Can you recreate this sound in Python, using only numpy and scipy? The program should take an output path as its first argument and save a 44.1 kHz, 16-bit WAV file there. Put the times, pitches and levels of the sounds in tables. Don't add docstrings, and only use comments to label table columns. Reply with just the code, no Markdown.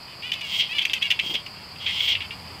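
import sys
import numpy as np
from scipy import signal
from scipy.io import wavfile
from scipy.ndimage import uniform_filter1d

SR = 44100
rng = np.random.default_rng(int(sys.argv[2]) if len(sys.argv) > 2 else 0)


def put_to_file(sound):
    columns = np.atleast_2d(sound).T
    safe = np.clip(columns, -1, 1)
    whole_steps = np.round(safe * 32767)
    wavfile.write(sys.argv[1], SR, whole_steps.astype(np.int16))


N = 114660
TIME_S = np.arange(N) / SR

# time_s, body_db, treble_db
RASP_ENVELOPES = [
    [(0.44, -51, -52), (0.486, -30.5, -49), (0.562, -20.5, -42.5), (0.582, -27, -42.5),
     (0.604, -12.5, -38.5), (0.63, -23, -55), (0.678, -33, -59), (0.69, -44, -56)],
    [(1.21, -25, -56), (1.218, -34, -53), (1.276, -24, -46), (1.292, -35, -52), (1.306, -20.5, -45.5),
     (1.336, -37, -54), (1.342, -27, -41.5), (1.356, -16.5, -51), (1.374, -32.5, -64), (1.39, -35, -74),
     (1.408, -44, -67), (1.42, -49, -74)],
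    [(1.78, -49, -72), (1.788, -47, -74), (1.812, -31, -58), (1.856, -32, -53), (1.864, -22, -51),
     (1.918, -26, -47.5), (2.064, -20, -42), (2.072, -30, -53), (2.078, -15.5, -52), (2.094, -18, -37.5),
     (2.128, -15.5, -52), (2.144, -27, -62), (2.15, -46, -54)],
]
# ring_hz, start_ring_gain, end_ring_gain, median_pulse_hz, slip_cycles
RASP_THROATS = [(3230, 0.18, 2.6, 340, 0.2), (3225, 3.9, 4.3, 440, .15), (3262, 0.3, 3.2, 330, .25)]
# freq_hz, gain_db
RASP_SPECTRUM = [(300, -45), (1500, -29), (1850, -20), (2120, 0), (2450, -6.5), (2850, 3), (3300, -1.5),
                 (3700, -6), (4900, -12), (5800, -17.5), (9000, -49.5)]
# freq_hz, gain_db
RASP_TREBLE_SPECTRUM = [(2000, -30.5), (4000, -1.5), (5300, 8), (6200, 1), (7500, -1), (9500, -8),
                        (11000, -17), (16000, -7)]
# start_s, end_s, level_db
RASP_OVERTONES = [(0.445, 0.627, -52), (1.18, 1.378, -56), (1.885, 2.142, -52)]
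# start_s, length_s, level_db, pulse_hz, throat_hz, snap_db
CLUCK_CALLS = [(0.3182, .005, -18.5, 590, 2850, -1.5), (0.332, .010, -27, 510, 3450, 3),
               (0.4097, 0.0087, -29.5, 600, 2420, 3.5), (.7838, 0.011, -17.5, 730, 3380, -3),
               (.8133, .004, -20.5, 610, 3150, -13), (0.817, 0.012, -26.5, 380, 3330, 2),
               (0.852, 0.0041, -14.5, 480, 2670, 1), (.8975, 0.00191, -21, 520, 3300, -4),
               (0.9338, 0.0058, -16, 530, 2980, 3), (0.941, .004, -24.5, 650, 3050, 3),
               (1.024, 0.0074, -17.5, 730, 2970, -2.5), (1.1037, 0.0039, -15, 880, 2720, 0),
               (1.1095, 0.0081, -15, 730, 2900, 0), (1.121, 0.005, -19, 610, 2850, -7),
               (1.1907, 0.011, -18.5, 950, 2260, -6.5), (1.34, 0.017, -26, 275, 3440, 0.5),
               (1.463, 0.0036, -30, 640, 2650, -1), (1.756, 0.0093, -42, 600, 2730, -6),
               (1.8637, 0.0039, -21, 732, 2850, -17), (1.867, 0.045, -30, 183, 2130, -8),
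               (2.005, 0.0042, -18, 670, 3400, -17), (2.0805, 0.0095, -22.5, 640, 2920, -2),
               (2.151, 0.004, -18, 920, 2760, -14), (2.1573, 0.0043, -28, 680, 2680, -12),
               (2.2054, 0.0037, -25.5, 560, 2600, -11), (2.216, .011, -30, 640, 2950, -11),
               (2.3078, 0.0059, -29.5, 500, 2630, -12)]
# freq_hz, gain_db
CLUCK_SPECTRUM = [(300, -56), (1100, -32.5), (1600, -15.5), (2150, -2), (2700, 1), (3300, 2), (3800, -6.5),
                  (4400, -13.5), (5500, -14), (7000, -23), (10000, -31), (13000, -32.5), (16000, -36)]
# start_s, length_s, level_db, start_hz, middle_hz, end_hz
SQUEAK_CALLS = [(0.077, .07, -46, 492, 509, 476), (0.219, 0.091, -34.5, 432, 499, 464),
                (0.341, 0.066, -38.5, 445, 431, 407), (0.408, 0.071, -34.5, 610, 567.5, 542),
                (0.689, 0.048, -31.5, 622, 645, 678), (0.726, 0.02, -32.5, 560, 579.5, 590),
                (0.745, 0.044, -28.5, 589, 582, 568), (0.797, 0.046, -34.5, 541, 542, 510),
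                (0.896, .03, -34, 530, 528, 535), (0.943, 0.046, -33, 530, 523, 480),
                (1.011, .074, -28.5, 501.3, 568.4, 516), (1.126, 0.055, -40, 545.7, 555, 530),
                (1.549, 0.1, -50, 531, 552, 539), (2.159, 0.029, -39, 551, 533, 514),
                (2.212, 0.052, -39.5, 441, 446, 427), (2.31, 0.032, -40.5, 459, 469, 476),
                (2.445, 0.088, -51, 503, 503, 510)]
# freq_hz, gain_db
SQUEAK_SPECTRUM = [(400, -42), (1300, -18), (1700, -14.5), (2200, 0), (2900, 6), (3400, -2.5), (3900, -9.5),
                   (5000, -18.5), (7000, -29.5), (11000, -35), (16000, -37)]
# start_s, gain_db, decay_s
CAMERA_BUMPS = [(1.234, -34.5, 0.0085), (1.260, -37.5, 0.0069), (1.294, -35, 0.0077), (1.308, -37, 0.019),
                (1.34, -33, 0.015)]
# freq_hz, gain_db
BUMP_SPECTRUM = [(40, -20), (100, -12), (180, 2), (450, -2.5), (700, -8.5), (1400, -20), (3000, -39)]
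# freq_hz, gain_db
INSECT_SPECTRUM = [(3600, -39), (4150, -11), (4450, -5), (4850, -1), (5100, -6.5), (5450, -21),
                   (6200, -49.5)]
# freq_hz, gain_db
HISS_SPECTRUM = [(25, -19), (45, -12.5), (87, -3), (185, -3.5), (250, -9.5), (550, -11.5), (1000, -6.5),
                 (1600, -14.5), (2600, -10), (3300, -14), (3800, -22), (5000, -23.5), (6000, -31),
                 (7700, -24), (8500, -28), (14000, -31), (16000, -41)]
# time_s, level_db
HISS_ENVELOPE = [(0, -45), (1.3, -44.5), (1.7, -44.5), (2.1, -43), (2.6, -42.5)]
# freq_hz, gain_db
RUMBLE_SPECTRUM = [(30, -35), (60, -18.5), (87, 3.5), (140, -6.5), (250, -15.5), (600, -55)]
# time_s, level_db
RUMBLE_ENVELOPE = [(0, -67), (1.299, -59), (2.0, -50), (2.6, -50)]

RASP_JITTER, RASP_UNEVEN_DB = 0.33, 0.5
RASP_FLUTTER_GAIN, RASP_FLUTTER_DECAY_S = 0.15, 0.0012
OVERTONE_START_HZ, OVERTONE_END_HZ, OVERTONE_WIDTH_HZ = 15300, 13700, 770
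CLUCK_JITTER, CLUCK_RISE_DB, SNAP_ABOVE_HZ = 0.095, 2, 4600
CLUCK_FLUTTER_GAIN, CLUCK_FLUTTER_DECAY_S = 0.049, 0.0029
SQUEAK_RISE_S, SQUEAK_FALL_S, SQUEAK_UNEVEN_DB, SQUEAK_JITTER_CYCLES = 0.0041, 0.012, 2.6, 0.01
FOLIAGE_DB, FOLIAGE_T60_S, FOLIAGE_DELAY_S, FOLIAGE_ECHOES_PER_S = -8.5, 0.13, 0.004, 2500
INSECT_DB, INSECT_FLUTTER_DB, INSECT_FLUTTER_HZ, TRILL_DB = -44.5, 1.63, 89.7, -71
CUTOFF_HZ = 15750


def rasp(envelope, throat):
    time_s, body_db, treble_db = np.transpose(envelope)
    ring_hz, start_ring_gain, end_ring_gain, median_pulse_hz, slip_cycles = throat
    t = np.arange(time_s[0], time_s[-1], 1 / SR)
    gap, late, force = rng.standard_normal((200, 3)).T
    pulse_s = np.cumsum(np.exp(RASP_JITTER * gap)) / median_pulse_hz
    pulse_s = (np.round(pulse_s * ring_hz) + slip_cycles * late) / ring_hz
    inside = pulse_s < time_s[-1] - time_s[0]
    drive = pulses(pulse_s[inside], amp(RASP_UNEVEN_DB * force[inside]), len(t))
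    tails = signal.fftconvolve(drive, np.exp(-t[:500] / RASP_FLUTTER_DECAY_S))[:len(t)]
    body = colour(drive + RASP_FLUTTER_GAIN * tails * white()[:len(t)], RASP_SPECTRUM)
    ring_gain = start_ring_gain + (end_ring_gain - start_ring_gain) * (t / t[-1]) ** 2
    body = flatten_level(body + ring_gain * resonate(body, ring_hz, width_hz=180))
    clicks = unit_rms(colour(drive, RASP_TREBLE_SPECTRUM))
    fizz = unit_rms(colour(body * white()[:len(t)], RASP_TREBLE_SPECTRUM))
    treble = flatten_level(clicks + 2.1 * fizz)
    body *= amp(np.interp(t, time_s, body_db) - 4.0)
    treble *= amp(np.interp(t, time_s, treble_db) + 1.5)
    return time_s[0], body + treble


def overtone(start_s, end_s, level_db):
    progress = np.arange(0, end_s - start_s, 1 / SR) / (end_s - start_s)
    pitch_hz = OVERTONE_START_HZ + (OVERTONE_END_HZ - OVERTONE_START_HZ) * progress ** 1.8
    whistle = white()[:len(progress)]
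    for _ in range(2):
        whistle = resonate(whistle, pitch_hz, OVERTONE_WIDTH_HZ)
    return start_s, amp(level_db) * unit_rms(whistle) * np.sin(np.pi * progress ** 2)


def cluck(start_s, length_s, level_db, pulse_hz, throat_hz, snap_db):
    gaps_s = np.exp(CLUCK_JITTER * rng.standard_normal(20)) / pulse_hz
    pulse_s = np.r_[0, np.cumsum(gaps_s)]
    pulse_s = pulse_s[pulse_s < length_s]
    size = 2600
    drive = pulses(pulse_s + 1e-4, amp(CLUCK_RISE_DB * pulse_s / length_s), size)
    tails = signal.fftconvolve(drive, np.exp(-TIME_S[:size] / CLUCK_FLUTTER_DECAY_S))[:size]
    drive += CLUCK_FLUTTER_GAIN * tails * white(size)
    body = colour(drive, [(hz, db + snap_db * (hz > SNAP_ABOVE_HZ)) for hz, db in CLUCK_SPECTRUM])
    ring = 1.9 * resonate(body, throat_hz, width_hz=350)
    upper_ring = 0.41 * resonate(body, centre_hz=6120, width_hz=210)
    ping = 2.0 * resonate(body, centre_hz=12840, width_hz=500)
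    call = body + ring + upper_ring + ping
    return start_s, amp(level_db) * call / np.linalg.norm(call) * np.sqrt(length_s * SR)


def squeak(start_s, length_s, level_db, start_hz, middle_hz, end_hz):
    t = np.arange(0, length_s, 1 / SR)
    glide = np.polyfit([0, length_s / 2, length_s], [start_hz, middle_hz, end_hz], 2)
    cycles = np.cumsum(np.polyval(glide, t)) / SR
    late, force = rng.standard_normal((100, 2))[:int(cycles[-1])].T
    pulse_s = np.interp(np.arange(len(late)) + SQUEAK_JITTER_CYCLES * late, cycles, t)
    drive = pulses(pulse_s, amp(SQUEAK_UNEVEN_DB * force), len(t))
    rise = np.minimum(t / SQUEAK_RISE_S, 1)
    fall = np.minimum((length_s - t) / SQUEAK_FALL_S, 1) ** 0.37
    return start_s, amp(level_db) * unit_rms(rise * fall * colour(drive, SQUEAK_SPECTRUM))


def foliage(calls):
    t = np.arange(SR // 3) / SR
    echoes = white(len(t)) * (rng.random(len(t)) < FOLIAGE_ECHOES_PER_S / SR)
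    echoes *= (t > FOLIAGE_DELAY_S) * amp(-60 * t / FOLIAGE_T60_S)
    return amp(FOLIAGE_DB) * signal.fftconvolve(calls, echoes / np.linalg.norm(echoes))[:N]


def bump(start_s, gain_db, decay_s):
    t = np.arange(SR // 6) / SR
    burst = white(len(t)) * np.exp(-t / decay_s)
    return start_s, amp(gain_db) * colour(burst, BUMP_SPECTRUM)


def insects():
    flutter = np.interp(TIME_S * INSECT_FLUTTER_HZ, np.arange(N), white())
    chorus = unit_rms(noise(INSECT_SPECTRUM) * amp(INSECT_FLUTTER_DB * flutter))
    trill = unit_rms(resonate(white(), centre_hz=7800, width_hz=200))
    return amp(INSECT_DB) * chorus + amp(TRILL_DB) * trill


def night_air():
    hiss = noise(HISS_SPECTRUM) * amp(np.interp(TIME_S, *np.transpose(HISS_ENVELOPE)))
    rumble = noise(RUMBLE_SPECTRUM) * amp(np.interp(TIME_S, *np.transpose(RUMBLE_ENVELOPE)))
    return hiss + rumble


def amp(db):
    return 10 ** (np.asarray(db) / 20)


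def unit_rms(x):
    return x / np.sqrt(np.mean(x ** 2) + 1e-20)


def white(size=N):
    return rng.standard_normal(size)


def noise(spectrum):
    return unit_rms(colour(white(), spectrum))


def add(mix, start_s, sound):
    part = mix[max(round(start_s * SR), 0):][:len(sound)]
    part += sound[:len(part)]


def colour(x, spectrum):
    hz, db = np.transpose(spectrum)
    bins_hz = abs(np.fft.fftfreq(4096, 1 / SR))
    log_gain = np.log(amp(np.interp(np.log(bins_hz + 1), np.log(hz), db)))
    response = np.exp(np.conj(signal.hilbert(log_gain)))
    taps = np.fft.ifft(response).real[:2048]
    return signal.fftconvolve(x, taps / np.linalg.norm(taps))[:len(x)]


def resonate(x, centre_hz, width_hz):
    carrier = np.exp(2j * np.pi * np.cumsum(centre_hz * np.ones(len(x))) / SR)
    pole = np.exp(-np.pi * width_hz / SR)
    return 2 * (carrier * signal.lfilter([1 - pole], [1, -pole], x / carrier + 1e-18)).real


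def pulses(times_s, heights, size):
    train = np.zeros(size)
    index = np.floor(times_s * SR).astype(int)[:, None] + np.arange(-3, 5)
    offset = index - times_s[:, None] * SR
    shapes = heights[:, None] * np.sinc(offset) * np.sinc(offset / 4)
    np.add.at(train, np.clip(index, 0, size - 1), shapes)
    return train


def flatten_level(x, window_samples=700):
    power = uniform_filter1d(uniform_filter1d(x ** 2, window_samples), window_samples)
    return x / np.sqrt(abs(power) + 1e-4 * np.mean(x ** 2))


def scene():
    frogs, bumps = np.zeros(N), np.zeros(N)
    for envelope, throat in zip(RASP_ENVELOPES, RASP_THROATS):
        add(frogs, *rasp(envelope, throat))
    for call, table in [(overtone, RASP_OVERTONES), (cluck, CLUCK_CALLS), (squeak, SQUEAK_CALLS)]:
        for row in table:
            add(frogs, *call(*row))
    for row in CAMERA_BUMPS:
        add(bumps, *bump(*row))
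    return (frogs + foliage(frogs) + bumps + insects() + night_air())[None]


def record(dry):
    lowpass = signal.firwin(401, CUTOFF_HZ, window=("kaiser", 9), fs=SR)
    return signal.oaconvolve(dry, lowpass[None], "same")


dry = scene()
out = record(dry)
put_to_file(out)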